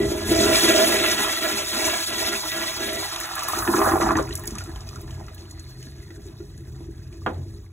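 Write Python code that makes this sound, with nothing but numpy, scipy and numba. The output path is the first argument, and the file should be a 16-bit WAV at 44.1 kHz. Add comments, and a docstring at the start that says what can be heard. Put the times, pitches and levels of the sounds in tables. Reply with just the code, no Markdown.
"""A tiled restroom: a pressure toilet flushes under a phone held above the bowl.
Jets roar and spray as flickering noise with bubbles in it. The trap gulps air as the siphon breaks, plops
burst and drops spatter, all as short damped rings; filtered noise makes the hisses and the drain.
Something knocks once near the end. The bowl's air rings under the water as drifting band-pass modes."""
import sys
import numpy as np
from scipy import signal
from scipy.fft import rfft, irfft, next_fast_len
from scipy.io import wavfile
from scipy.ndimage import uniform_filter1d
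from numba import njit

SR = 44100
rng = np.random.default_rng(int(sys.argv[2]) if len(sys.argv) > 2 else 0)


def voltage_ratio(decibels):
    """Convert decibels (scalar or array-like) to amplitude ratios, 20 dB per decade."""
    exponent = np.asarray(decibels, float) / 20
    return 10 ** exponent


def store_pcm(level_fs):
    """Save levels as 16-bit WAV."""
    pcm = np.round(np.clip(level_fs, -1, 1) * 32767).astype(np.int16)
    wavfile.write(sys.argv[1], SR, np.atleast_2d(pcm).T)


N = 340452
TIME_S = np.arange(N) / SR

# All levels in the tables stand ahead of the gains added in the functions and in the mix.
# big air pockets in the trap: start_s [s], level_db [dB peak], pitch_hz [Hz at the start]
GULPS = [(3.572, -20, 365), (3.678, -14.5, 330), (3.689, -10, 330), (3.742, -10, 325), (3.793, -7, 296),
         (3.873, -30, 400), (3.914, -12, 336), (3.935, -8, 330), (4.019, -11.5, 305), (4.069, -16.5, 308),
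         (4.161, -14.5, 317), (4.295, -28, 308), (4.478, -24, 300), (4.521, -22.5, 216), (4.676, -26, 327),
         (4.866, -35, 221), (4.964, -28, 222), (5.868, -30.5, 255), (6.102, -29, 340), (6.176, -33, 328),
         (6.257, -31, 334), (6.403, -26.5, 332), (6.806, -28.5, 304), (6.885, -27.5, 306)]
# bubbles bursting: start_s [s], level_db [dB peak], pitch_hz [Hz at the start]
PLOPS = [(3.123, -19, 1180), (3.16, -9, 3370), (3.225, -23, 1200), (3.31, -18.5, 1130),
         (3.364, -16.5, 1200), (3.38, -16, 1060), (3.422, -18.5, 1155), (3.485, -13, 1080),
         (3.534, -12.5, 1110), (3.583, -20, 1200), (3.623, -14.5, 1160), (3.675, -9, 1590),
         (3.737, -9.5, 950), (3.764, -12, 1680), (3.791, -12, 1100), (3.816, -6, 1060), (3.818, -15, 2770),
         (3.867, -15, 1070), (3.887, -12, 1060), (3.913, -19, 2500), (3.919, -6.5, 1080), (3.934, -12, 700),
         (3.956, -7, 746), (4.011, -12, 1900), (4.018, -9.5, 1100), (4.03, -22, 1930), (4.062, -17.5, 1670),
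         (4.089, -10, 1110), (4.107, -5, 1025), (4.154, -11, 1650), (4.174, -12.5, 1000),
         (4.186, -9.5, 1110), (4.198, -23, 1630), (4.232, -27, 1120)]


def unit(x):
    """Scale to rms 1."""
    return x / np.sqrt(np.mean(x ** 2))


def curve(points):
    """Straight lines over time through (s, dB) points."""
    return np.interp(TIME_S, *np.transpose(points))


def shape(x, gain):
    """Filter by multiplying the spectrum by gain(Hz)."""
    size = next_fast_len(N + SR)
    hz = np.arange(size // 2 + 1) * SR / size + 1e-3
    return irfft(rfft(x, size) * gain(hz), size)[..., :N]


def colour(x, points):
    """Tilt the spectrum through (Hz, dB) points, falling away outside them, at rms 1."""
    below, above = (points[0][0] / 2, -50), (points[-1][0] * 4.0, -50)
    hz, db = np.transpose([below] + list(points) + [above])
    return unit(shape(x, lambda f: voltage_ratio(np.interp(np.log(f), np.log(hz), db))))


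def resonances(modes):
    """Summed frequency response of damped resonators (Hz, width Hz, dB)."""
    return lambda f: sum(voltage_ratio(db) / (1 + 1j * (f - hz * hz / f) / width) for hz, width, db in modes)


def walk(rate):
    """Random levels held 1 / rate s and slewed twice; spread near 1."""
    hold = int(SR / rate)
    steps = np.repeat(rng.standard_normal(N // hold + 1), hold)
    return 1.21 * uniform_filter1d(uniform_filter1d(steps, hold), hold)[:N]


@njit
def grains(size, start_s, hz, t60, peak, glide, rise):
    """Damped rings that swell in `rise` s and climb in pitch like a bubble nearing the surface."""
    out = np.zeros(size)
    for k in range(len(start_s)):
        i, phase = int(start_s[k] * SR), 0.
        for j in range(min(int(t60[k] * SR), size - i)):
            t = j / SR
            pitch = min(hz[k] * (1 + glide[k] * t / t60[k]), .45 * SR)
            phase += 2 * np.pi * pitch / SR
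            envelope = (1 - np.exp(-t / rise)) * 1000. ** (-t / t60[k])
            out[i + j] += peak[k] * envelope * np.sin(phase)
    return out


def fizz(per_s, lo_hz, hi_hz, cycles, spread_db, glide):
    """A random shower of bubbles at rms 1: mostly small, a few large; each dies in `cycles` periods."""
    when, pitch, rarity = rng.random((int(per_s * N / SR), 3)).T
    hz = lo_hz * (hi_hz / lo_hz) ** pitch
    peak = voltage_ratio(-spread_db * np.log(1 - .995 * rarity))
    return unit(grains(N, when * N / SR, hz, cycles / hz, peak, glide + 0 * hz, 0.0002))


def pockets(table, cycles, glide, rise, db, brood_db):
    """Bubbles from a table; each breaks up into three smaller ones just after."""
    start_s, level_db, hz = np.transpose(table)
    t60, climb = cycles / hz, glide + 0 * hz
    out = grains(N, start_s, hz, t60, voltage_ratio(level_db + db), climb, rise)
    for late, pitch, size in rng.random((len(start_s), 3, 3)).transpose(1, 2, 0):
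        peak = voltage_ratio(level_db + brood_db - 9 * size)
        out += grains(N, start_s + 0.021 * late, hz * (.62 + .9 * pitch), t60, peak, climb, rise)
    return out


def puffs(table, lo, hi, db, snap_s, tail, tail_s):
    """A burst of spray at each event, between lo and hi times its pitch: a snap and a softer tail."""
    out, t = np.zeros(N), np.arange(2000) / SR
    decay = np.exp(-t / snap_s) + tail * np.exp(-t / tail_s)
    attack = np.minimum(t / (0.47 * snap_s), 1)
    noise = rng.standard_normal((len(table), len(t))) * decay * attack
    for (start_s, level_db, hz), puff in zip(table, noise):
        i = int(start_s * SR)
        sos = signal.butter(2, [lo * hz, min(hi * hz, 17000)], "band", fs=SR, output="sos")
        out[i:i + len(t)] += (voltage_ratio(level_db + db) * signal.sosfilt(sos, puff))[:N - i]
    return out


def wake(table, db, decay_s):
    """Gain that jumps at each event and dies away: the water it stirs up."""
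    return sum((TIME_S > start_s) * voltage_ratio(level_db + db) * np.exp(-np.maximum(TIME_S - start_s, 0) / decay_s)
               for start_s, level_db, _ in table)


def stream(points, bubbles, bubble_db, flicker_db, rate):
    """Turbulent noise with bubbles in it, flickering, at rms 1."""
    x = colour(rng.standard_normal(N), points) + voltage_ratio(bubble_db) * colour(bubbles, points)
    return unit(x * voltage_ratio(flicker_db * walk(rate)))


def patchy(x, centres_hz, db, rate):
    """Overlapping bands that add up to the whole flicker on their own."""
    out = 0
    for share in np.eye(len(centres_hz)):
        out = out + shape(x, lambda f: np.interp(f, centres_hz, share)) * voltage_ratio(db * walk(rate))
    return unit(out)


def tiles(x, t60, db, top_hz):
    """Tile echo: two unrelated decaying noise tails, one per side, duller than the source."""
    t = np.arange(int(.8 * SR)) / SR
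    tail = rng.standard_normal((2, len(t))) * 1000. ** (-t / t60) * np.minimum(t / 0.0026, 1)
    tail /= np.sqrt(np.sum(tail ** 2, axis=1, keepdims=True))
    wet = signal.fftconvolve(x[None], tail, axes=1)[:, :N]
    return voltage_ratio(db) * shape(wet, lambda f: f ** 2 / (f ** 2 + 450 ** 2) / (1 + (f / top_hz) ** 4))


def drain_rumble():
    """The drain pipe's low modes colour noise at rms 1."""
    # pipe modes, applied twice: pitch_hz [Hz], width_hz [Hz, one pass], level_db [dB, one pass]
    pipe_modes = [(54.4, 48.4, 9), (86.9, 14, 5), (125.6, 7.1, 6)]
    pipe = resonances(pipe_modes)
    return unit(shape(rng.standard_normal(N), lambda f: pipe(f) ** 2))


def seep():
    """A narrow fluttering hiss while the valve closes: noise through one resonance."""
    # hiss level: time_s [s], level_db [dB]
    hiss_level = [(5.3, -90), (5.38, -47), (5.8, -49), (6.05, -62), (6.2, -81)]
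    hiss = unit(shape(rng.standard_normal(N), resonances([(4320, 81, 0)])))
    return hiss * voltage_ratio(curve(hiss_level) + 3 * walk(30))


def suck():
    """A bright thin hiss of noise while the siphon draws air."""
    # air hissing into the trap: time_s [s], level_db [dB]
    air_level = [(3.4, -81), (3.5, -29.5), (3.95, -30.5), (4.12, -52), (4.25, -89)]
    hiss = colour(rng.standard_normal(N), [(8000, 4.4), (11000, 4.4), (15000, 1)])
    return hiss * voltage_ratio(curve(air_level) + 2.2 * walk(42))


def drips():
    """Bubble showers: plips of every size as the water settles, and the thin bubbling of the refill."""
    # shower of small drips: time_s [s], level_db [dB]
    drip_level = [(3.0, -66), (3.5, -55), (4.3, -49), (4.7, -52.5), (5.3, -60), (6.302, -72), (7.72, -63.5)]
    # refill running down the glaze: time_s [s], level_db [dB]
    trickle_level = [(4.2, -80), (4.35, -50), (4.7, -68), (5.3, -57.5), (5.75, -57), (6.15, -58),
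                     (6.45, -71), (7.0, -67), (7.3, -68)]
    shower = fizz(220, 945, 10900, 29, 5.5, 0.17) * voltage_ratio(curve(drip_level))
    trickle = fizz(70, 1540, 2150, 45, 1.8, 0.086) * voltage_ratio(curve(trickle_level) + 3.6 * walk(9))
    return shower + trickle


def plips():
    """Single drips into the still water: a ringing bubble, its brood and a puff of spray."""
    # drips: start_s [s], level_db [dB peak], pitch_hz [Hz at the start]
    single_drips = [(4.292, -37, 1100), (4.307, -29, 1870), (4.336, -36, 1120), (4.395, -37, 1090),
                    (4.436, -37, 847), (4.438, -33, 1795), (4.554, -28, 1193), (4.584, -25.5, 2440),
                    (4.606, -28, 1400), (4.658, -37, 1330), (4.759, -31, 3080), (4.886, -45, 1330),
                    (5.039, -49, 1050), (5.078, -37, 1740), (5.107, -34.5, 3050), (5.282, -36, 2000),
                    (5.379, -38, 3000), (5.59, -43, 1970), (5.71, -48, 1670), (5.827, -34.5, 2950),
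                    (5.869, -41, 1660), (6.104, -36, 1920), (6.404, -47, 1370), (6.808, -51, 974),
                    (7.126, -40, 2390)]
    rings = pockets(single_drips, 50, 0.08, 0.001, 3.2, -5)
    return rings + puffs(single_drips, 0.7, 2.4, 2.5, 0.003, 0.35, 0.025)


def spatter():
    """Drops on the glaze: each is a tiny ring with a puff of spray around its pitch."""
    # drops: start_s [s], level_db [dB peak], pitch_hz [Hz at the start]
    drops = [(2.864, -21, 3730), (2.93, -21, 11100), (3.159, -34, 6500), (3.2013, -21, 9850),
             (3.353, -21, 10700), (3.392, -21, 6220), (3.4324, -21, 9800), (3.4842, -15, 11400),
             (3.588, -16, 6900), (4.0236, -21, 6100), (4.1692, -20.5, 6120), (4.225, -28, 6340),
             (4.2915, -31, 6900), (4.326, -23, 3960), (4.335, -31, 10900), (4.353, -16.5, 8200),
             (4.374, -24, 8050), (4.394, -28, 10300), (4.4351, -32, 13500), (4.455, -29, 7550),
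             (4.471, -23, 10600), (4.475, -18, 6600), (4.507, -28, 6140), (4.553, -27, 6160),
             (4.583, -21.5, 6440), (4.638, -29, 7480), (4.753, -46, 7200), (4.806, -32.5, 5100),
             (4.889, -29, 4970), (4.957, -32.5, 6100), (5.013, -37, 11500), (5.264, -39, 5700),
             (5.346, -36, 11500), (5.5095, -32, 6840), (5.595, -32.5, 6500), (5.827, -34.5, 6500),
             (6.577, -40, 6880)]
    start_s, level_db, hz = np.transpose(drops)
    ring = grains(N, start_s, hz, 110 / hz, voltage_ratio(level_db + 1.5), 0.074 + 0 * hz, 0.000246)
    return ring + puffs(drops, 0.67, 1.48, 5.3, 0.003, 0.24, 0.018)


def knock():
    """A dull hard blow: damped modes that land again, a short rattle and a longer, darker thud."""
    # modes of the knocked thing: pitch_hz [Hz], level_db [dB], t60_s [s]
    knock_modes = [(200, -10, 0.075), (325, -11, 0.083), (526, -8, 0.05), (752, 7.5, 0.022), (880, 3, 0.02),
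                   (1030, 5, 0.018), (1200, 5, 0.018), (1400, -2, 0.04), (3200, -15, 0.045)]
    knock_s, knock_db, bounce_s, bounce_db = 7.263, -15.5, 0.014, -11
    hz, level_db, t60 = np.transpose(knock_modes)
    ring = grains(N, knock_s + 0 * hz, hz, t60, voltage_ratio(level_db + knock_db), 0 * hz, 0.0011)
    ring = ring + voltage_ratio(bounce_db) * np.roll(ring, int(bounce_s * SR))
    t = np.maximum(TIME_S - knock_s, 0)
    rattle = colour(rng.standard_normal(N), [(500, -12), (900, 5), (1800, -1), (3500, -10.5)])
    thud = colour(rng.standard_normal(N), [(180, -10), (330, -0.5), (800, -9.5), (1400, -22)])
    noise = voltage_ratio(-27.5) * np.exp(-t / 0.017) * rattle + voltage_ratio(-27.5) * np.exp(-t / 0.052) * thud
    return ring + (t > 0) * noise


def crackle():
    """Short bubbles break in clusters while the trap empties."""
    # small bubbles breaking: time_s [s], level_db [dB]
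    crackle_level = [(2.999, -58), (3.15, -42), (3.6, -42), (3.7, -31.5), (4.2, -28), (4.3, -47),
                     (4.7, -51), (5.4, -56), (6.0, -97)]
    return fizz(220, 512, 2350, 12, 4.4, 0.39) * voltage_ratio(curve(crackle_level) + 2.3 * walk(24.97))


def bursts():
    """Bursting bubbles: climbing rings with broods, puffs of spray and the crackle."""
    rings = pockets(PLOPS, 15, 0.35, 0.00082, 3.0, -2.0)
    return rings + puffs(PLOPS, 0.58, 2.13, -5.5, 0.0034, 0.31, 0.015) + crackle()


@njit
def band(x, hz, width):
    """State-variable band-pass whose centre moves; gain 1 at the centre."""
    y, b, l = np.empty(len(x)), 0., 0.
    for i in range(len(x)):
        g, k = np.tan(np.pi * hz[i] / SR), width / hz[i]
        v = (b + g * (x[i] - l)) / (1 + g * (g + k))
        b, l, y[i] = 2 * v - b, l + 2 * g * v, k * v
    return y


def bowl(x, modes):
    """Air modes over heaving water: each drifts in pitch and strength on its own."""
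    wander, wander_db, per_s = 0.012, 2.0, 16  # share of pitch, level, rate
    out = 0
    for hz, width, db in modes:
        moving_hz = hz * (1 + wander * walk(per_s))
        out = out + band(x, moving_hz, float(width)) * voltage_ratio(db + wander_db * walk(per_s))
    return out


def bowl_air(air):
    """The bowl's air rings; as the water level drops the upper modes cross to another set."""
    # air in the bowl and trap: pitch_hz [Hz, drifting], width_hz [Hz], level_db [dB, drifting]
    full_modes = [(212.2, 9.4, 8), (328, 28.2, 10.5), (401, 8.4, 10.5), (593, 20, 3.5), (635, 31, 5.5),
                  (1014, 85, -3), (1370, 55, 5.5), (1648, 32, 8), (1948, 52, 8.5), (2300, 15, 6.5),
                  (2655, 25, 3), (3292, 24, 6.5), (3500, 27, -2)]
    # upper modes once emptied: pitch_hz [Hz, drifting], width_hz [Hz], level_db [dB, drifting]
    emptied_modes = [(640, 20, 6.5), (746, 71, 1), (930, 56, 2), (1091, 110, 4.5), (1252, 70, 2),
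                     (1370, 40, 2), (1703, 60, 7), (1900, 55, 4.5), (2500, 50, 1.5)]
    deep_count = 3  # the lowest modes stay put
    emptied_s, ramp_s = 3.05, 0.15
    emptied = np.clip((TIME_S - emptied_s) / ramp_s, 0, 1)
    deep = bowl(air, full_modes[:deep_count])
    return deep + bowl((1 - emptied) * air, full_modes[deep_count:]) + bowl(emptied * air, emptied_modes)


def water():
    """Roar, gurgle, churn and spray follow the flow and surge together; the drain pipe rumbles apart."""
    # flow from valve opening to last trickle: time_s [s], roar_db [dB], spray_db [dB], drain_db [dB]
    flow = [(0.0, -26, -35, -34), (0.05, -30, -34, -26.5), (0.2, -36, -30.5, -36.5),
            (0.28, -36.5, -27.5, -34), (0.3, -24.5, -26, -31), (0.4, -27.5, -23, -29),
            (0.5, -23.5, -18.5, -32.5), (0.59, -33.5, -18.5, -33), (0.65, -28, -19.5, -37),
            (0.86, -30.5, -20, -41), (1.0, -33, -21, -40), (1.16, -39.5, -23, -44),
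            (1.5, -40.5, -25.5, -46.5), (1.89, -37, -22.5, -41.5), (2.3, -41, -26.5, -44.5),
            (2.65, -44, -26, -46), (2.821, -42, -29.5, -46), (2.95, -39, -28, -43),
            (3.101, -56.5, -30.5, -46.5), (3.5, -54.5, -33, -48), (3.59, -40, -27, -37),
            (3.655, -50, -33.5, -32.5), (3.69, -33, -30.5, -47), (3.95, -38, -30, -29.5),
            (4.13, -30.5, -37.5, -30), (4.185, -33, -36, -28.5), (4.25, -44.5, -46, -34.5),
            (4.7, -56, -46, -34), (5.22, -51.5, -49.5, -35), (5.33, -55.5, -51.5, -41.5),
            (6.05, -55, -52.5, -39), (6.98, -56, -56.5, -36), (7.15, -56.5, -55, -40),
            (7.36, -52.5, -56.5, -32.5), (7.6, -57, -56.5, -35.5), (7.72, -67, -63, -46)]
    # slackenings as water sloshes round the bowl: centre_s [s], depth_db [dB], half_width_s [s, sinking side]
    lulls = [(1.365, 3, 0.034), (1.69, 9.5, 0.078), (2.055, 11.5, 0.11), (2.415, 12.5, 0.044),
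             (2.509, 10, 0.026), (2.755, 11, 0.042), (3.1, 4, 0.025), (4.0, 9, 0.018), (4.147, 9, 0.019)]
    # how deep each sinks: roar, gurgle, churn, spray, drain [share of depth_db]
    lull_share = (1.38, 0.77, 0.63, 0.19, 0.52)
    # rim jets against the roar: time_s [s], level_db [dB]
    rim_share = [(0, -8.5), (1.0, -0.5), (2.9, -0.5), (3.6, -10), (4.3, -18), (5.5, -11), (7.72, -26)]
    # noise colours, each: pitch_hz [Hz], density_db [dB per Hz]
    roar_colour, rim_colour = [(170, -29), (210, -7), (330, -2.5), (430, -4.5), (520, -15.5)], [(480, -13.5), (600, -3.5), (680, -1.5), (800, -13.5)]
    gurgle_colour, churn_colour, spray_colour = [(550, -9), (750, -0.5), (1100, -1.5), (1500, -1.5),
                                                 (2000, -17)], [(1200, -8), (1700, -11), (2500, -5.5),
                                                                 (4000, -4.5), (6000, -62)], [(2000, -28), (4000, 0.5),
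                                                                                (6500, 0), (9000, -0.5),
                                                                                (12000, -4.5),
                                                                                (15500, -7.5)]
    # span in which the gurgle thins as the water settles: start, end [s]
    settled_s = (4.7, 5.5)
    lull_return = 0.31  # the rush comes back in this share of the time it took to sink
    siphon_start_s, siphon_end_s, siphon_ramp_s = 3.55, 4.2, 0.058

    time_s, *columns = np.transpose(flow)
    roar_db, spray_db, drain_db = (np.interp(TIME_S, time_s, column) for column in columns)
    lull = 0
    for centre_s, depth_db, half_s in lulls:
        width_s = half_s * np.where(TIME_S > centre_s, lull_return, 1)
        lull = lull + depth_db * np.exp(-((TIME_S - centre_s) / width_s) ** 2)
    siphon = np.clip(np.minimum(TIME_S - siphon_start_s, siphon_end_s - TIME_S) / siphon_ramp_s, 0, 1)

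    # gurgle and churn follow the spray about -25 dB; while the siphon draws, the gurgle swells and the churn
    # drops
    over_db = spray_db + 25
    gurgle_db = -36.5 + 0.92 * over_db + 12 * siphon + np.interp(TIME_S, settled_s, (0, -7.0))
    churn_db = -30.5 + 1.197 * over_db - 11.5 * siphon
    levels_db = (roar_db, gurgle_db, churn_db, spray_db, drain_db)
    roar_gain, gurgle_gain, churn_gain, spray_gain, drain_gain = (
        voltage_ratio(db - share * lull) for db, share in zip(levels_db, lull_share))

    # gulps stir up roar and drain, plops stir up gurgle
    roar_gain = np.hypot(roar_gain, wake(GULPS, -19, 0.029))
    drain_gain = np.hypot(drain_gain, wake(GULPS, -25.5, 0.032))
    gurgle_gain = np.hypot(gurgle_gain, wake(PLOPS, -25.5, 0.016))

    surge, slosh = walk(60), voltage_ratio(0.46 * walk(24.78))
    low_bubbles = fizz(250, 203.7, 810, 10.5, 2.26, 0.33)
    rim = stream(rim_colour, low_bubbles, 0.12, 2.6, 25.62) * voltage_ratio(curve(rim_share))
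    roar = stream(roar_colour, low_bubbles, 0.11, 1.2, 40) + rim
    roar = roar * roar_gain * voltage_ratio(1.3 * surge)
    gurgle = stream(gurgle_colour, fizz(300, 573, 1960, 19.5, 1.94, 0.35), 3.2, 3.0, 22.27)
    gurgle = gurgle * gurgle_gain * voltage_ratio(0.25 * surge)
    churn = stream(churn_colour, fizz(700, 1550, 4840, 27.0, 3.1, 0.31), -1.9, 1.2, 23.96)
    churn = churn * churn_gain * voltage_ratio(1.9 * surge)
    spray = stream(spray_colour, fizz(1500, 3180, 14800, 44.0, 2.0, 0.19), -1.2, 0.41, 36)
    spray = patchy(spray, [3580, 5700, 8200, 11500, 15000], 1.9, 55)
    spray = spray * spray_gain * voltage_ratio(1.6 * surge + 1.43 * walk(45))
    drain = drain_rumble() * drain_gain * voltage_ratio(0.29 * walk(16))
    return (roar + gurgle + churn) * slosh + spray, drain


def scene():
    """The water sounds through the air of the bowl, then off the tiles; drops high on the glaze ring it less."""
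    rush, drain = water()
    bubbles = bursts()
    gulps = pockets(GULPS, 9.3, 0.074, 0.0014, -2.0, -10.0)
    deep = rush + gulps + 0.5 * bubbles
    high = 0.34 * bubbles + spatter() + drips() + plips() + seep() + suck()
    ring = bowl_air(0.73 * deep + 0.057 * high)
    near = 0.7 * deep + 0.54 * high + ring + knock()
    return near + drain + tiles(near, 0.1, -1.1, 2390)


def band_limit(x):
    """A steep low-pass at the top of the band."""
    return signal.sosfilt(signal.butter(12, 16850, fs=SR, output="sos"), x)


def record(dry):
    """The phone spreads one microphone over two ears: opposite phase turns, a slight lean, both ends cut."""
    # phase between the ears: pitch_hz [Hz], right_leads_rad [radians, ahead of the dwell below]
    spread = [(40, 0), (100, .06), (170, .25), (350, .3), (500, .7), (690, .8), (950, .6), (1200, .15),
              (1720, -.4), (2240, -1.05), (2760, -1.45), (3300, -1.5), (3800, -1.85), (4300, -2.5),
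              (4760, -3.14)]
    # balance: pitch_hz [Hz], left_minus_right_db [dB]
    balance = [(90, 0), (200, 1.4), (330, 1), (480, -1.3), (700, -2), (1200, -2), (2500, -.5), (4000, 0)]
    full_turn_hz = 4175  # above the table, one full turn of phase for each such step
    dwell = .22  # how long the treble turns linger near same and opposite phase, under .5
    hz, rad = np.transpose(spread)

    def even(f):
        return np.interp(f, hz, rad) - 2 * np.pi * np.maximum(f - hz[-1], 0) / full_turn_hz

    def turn(f):
        return even(f) - dwell * np.sin(2 * even(f)) * np.clip(f / 1000 - 3.3, 0, 1)

    def lean(f):
        return np.interp(f, *np.transpose(balance)) * np.log(10) / 20

    def ends(f):
        return (f < 15750) * f ** 6 / (f ** 6 + 42 ** 6)

    ears = np.array([[.5], [-.5]])  # left and right take half each, with opposite sign
    mix = shape(dry, lambda f: np.exp(ears * (lean(f) - 1j * turn(f))) * ends(f))
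    return band_limit(mix)


dry = scene()
out = record(dry)
store_pcm(out)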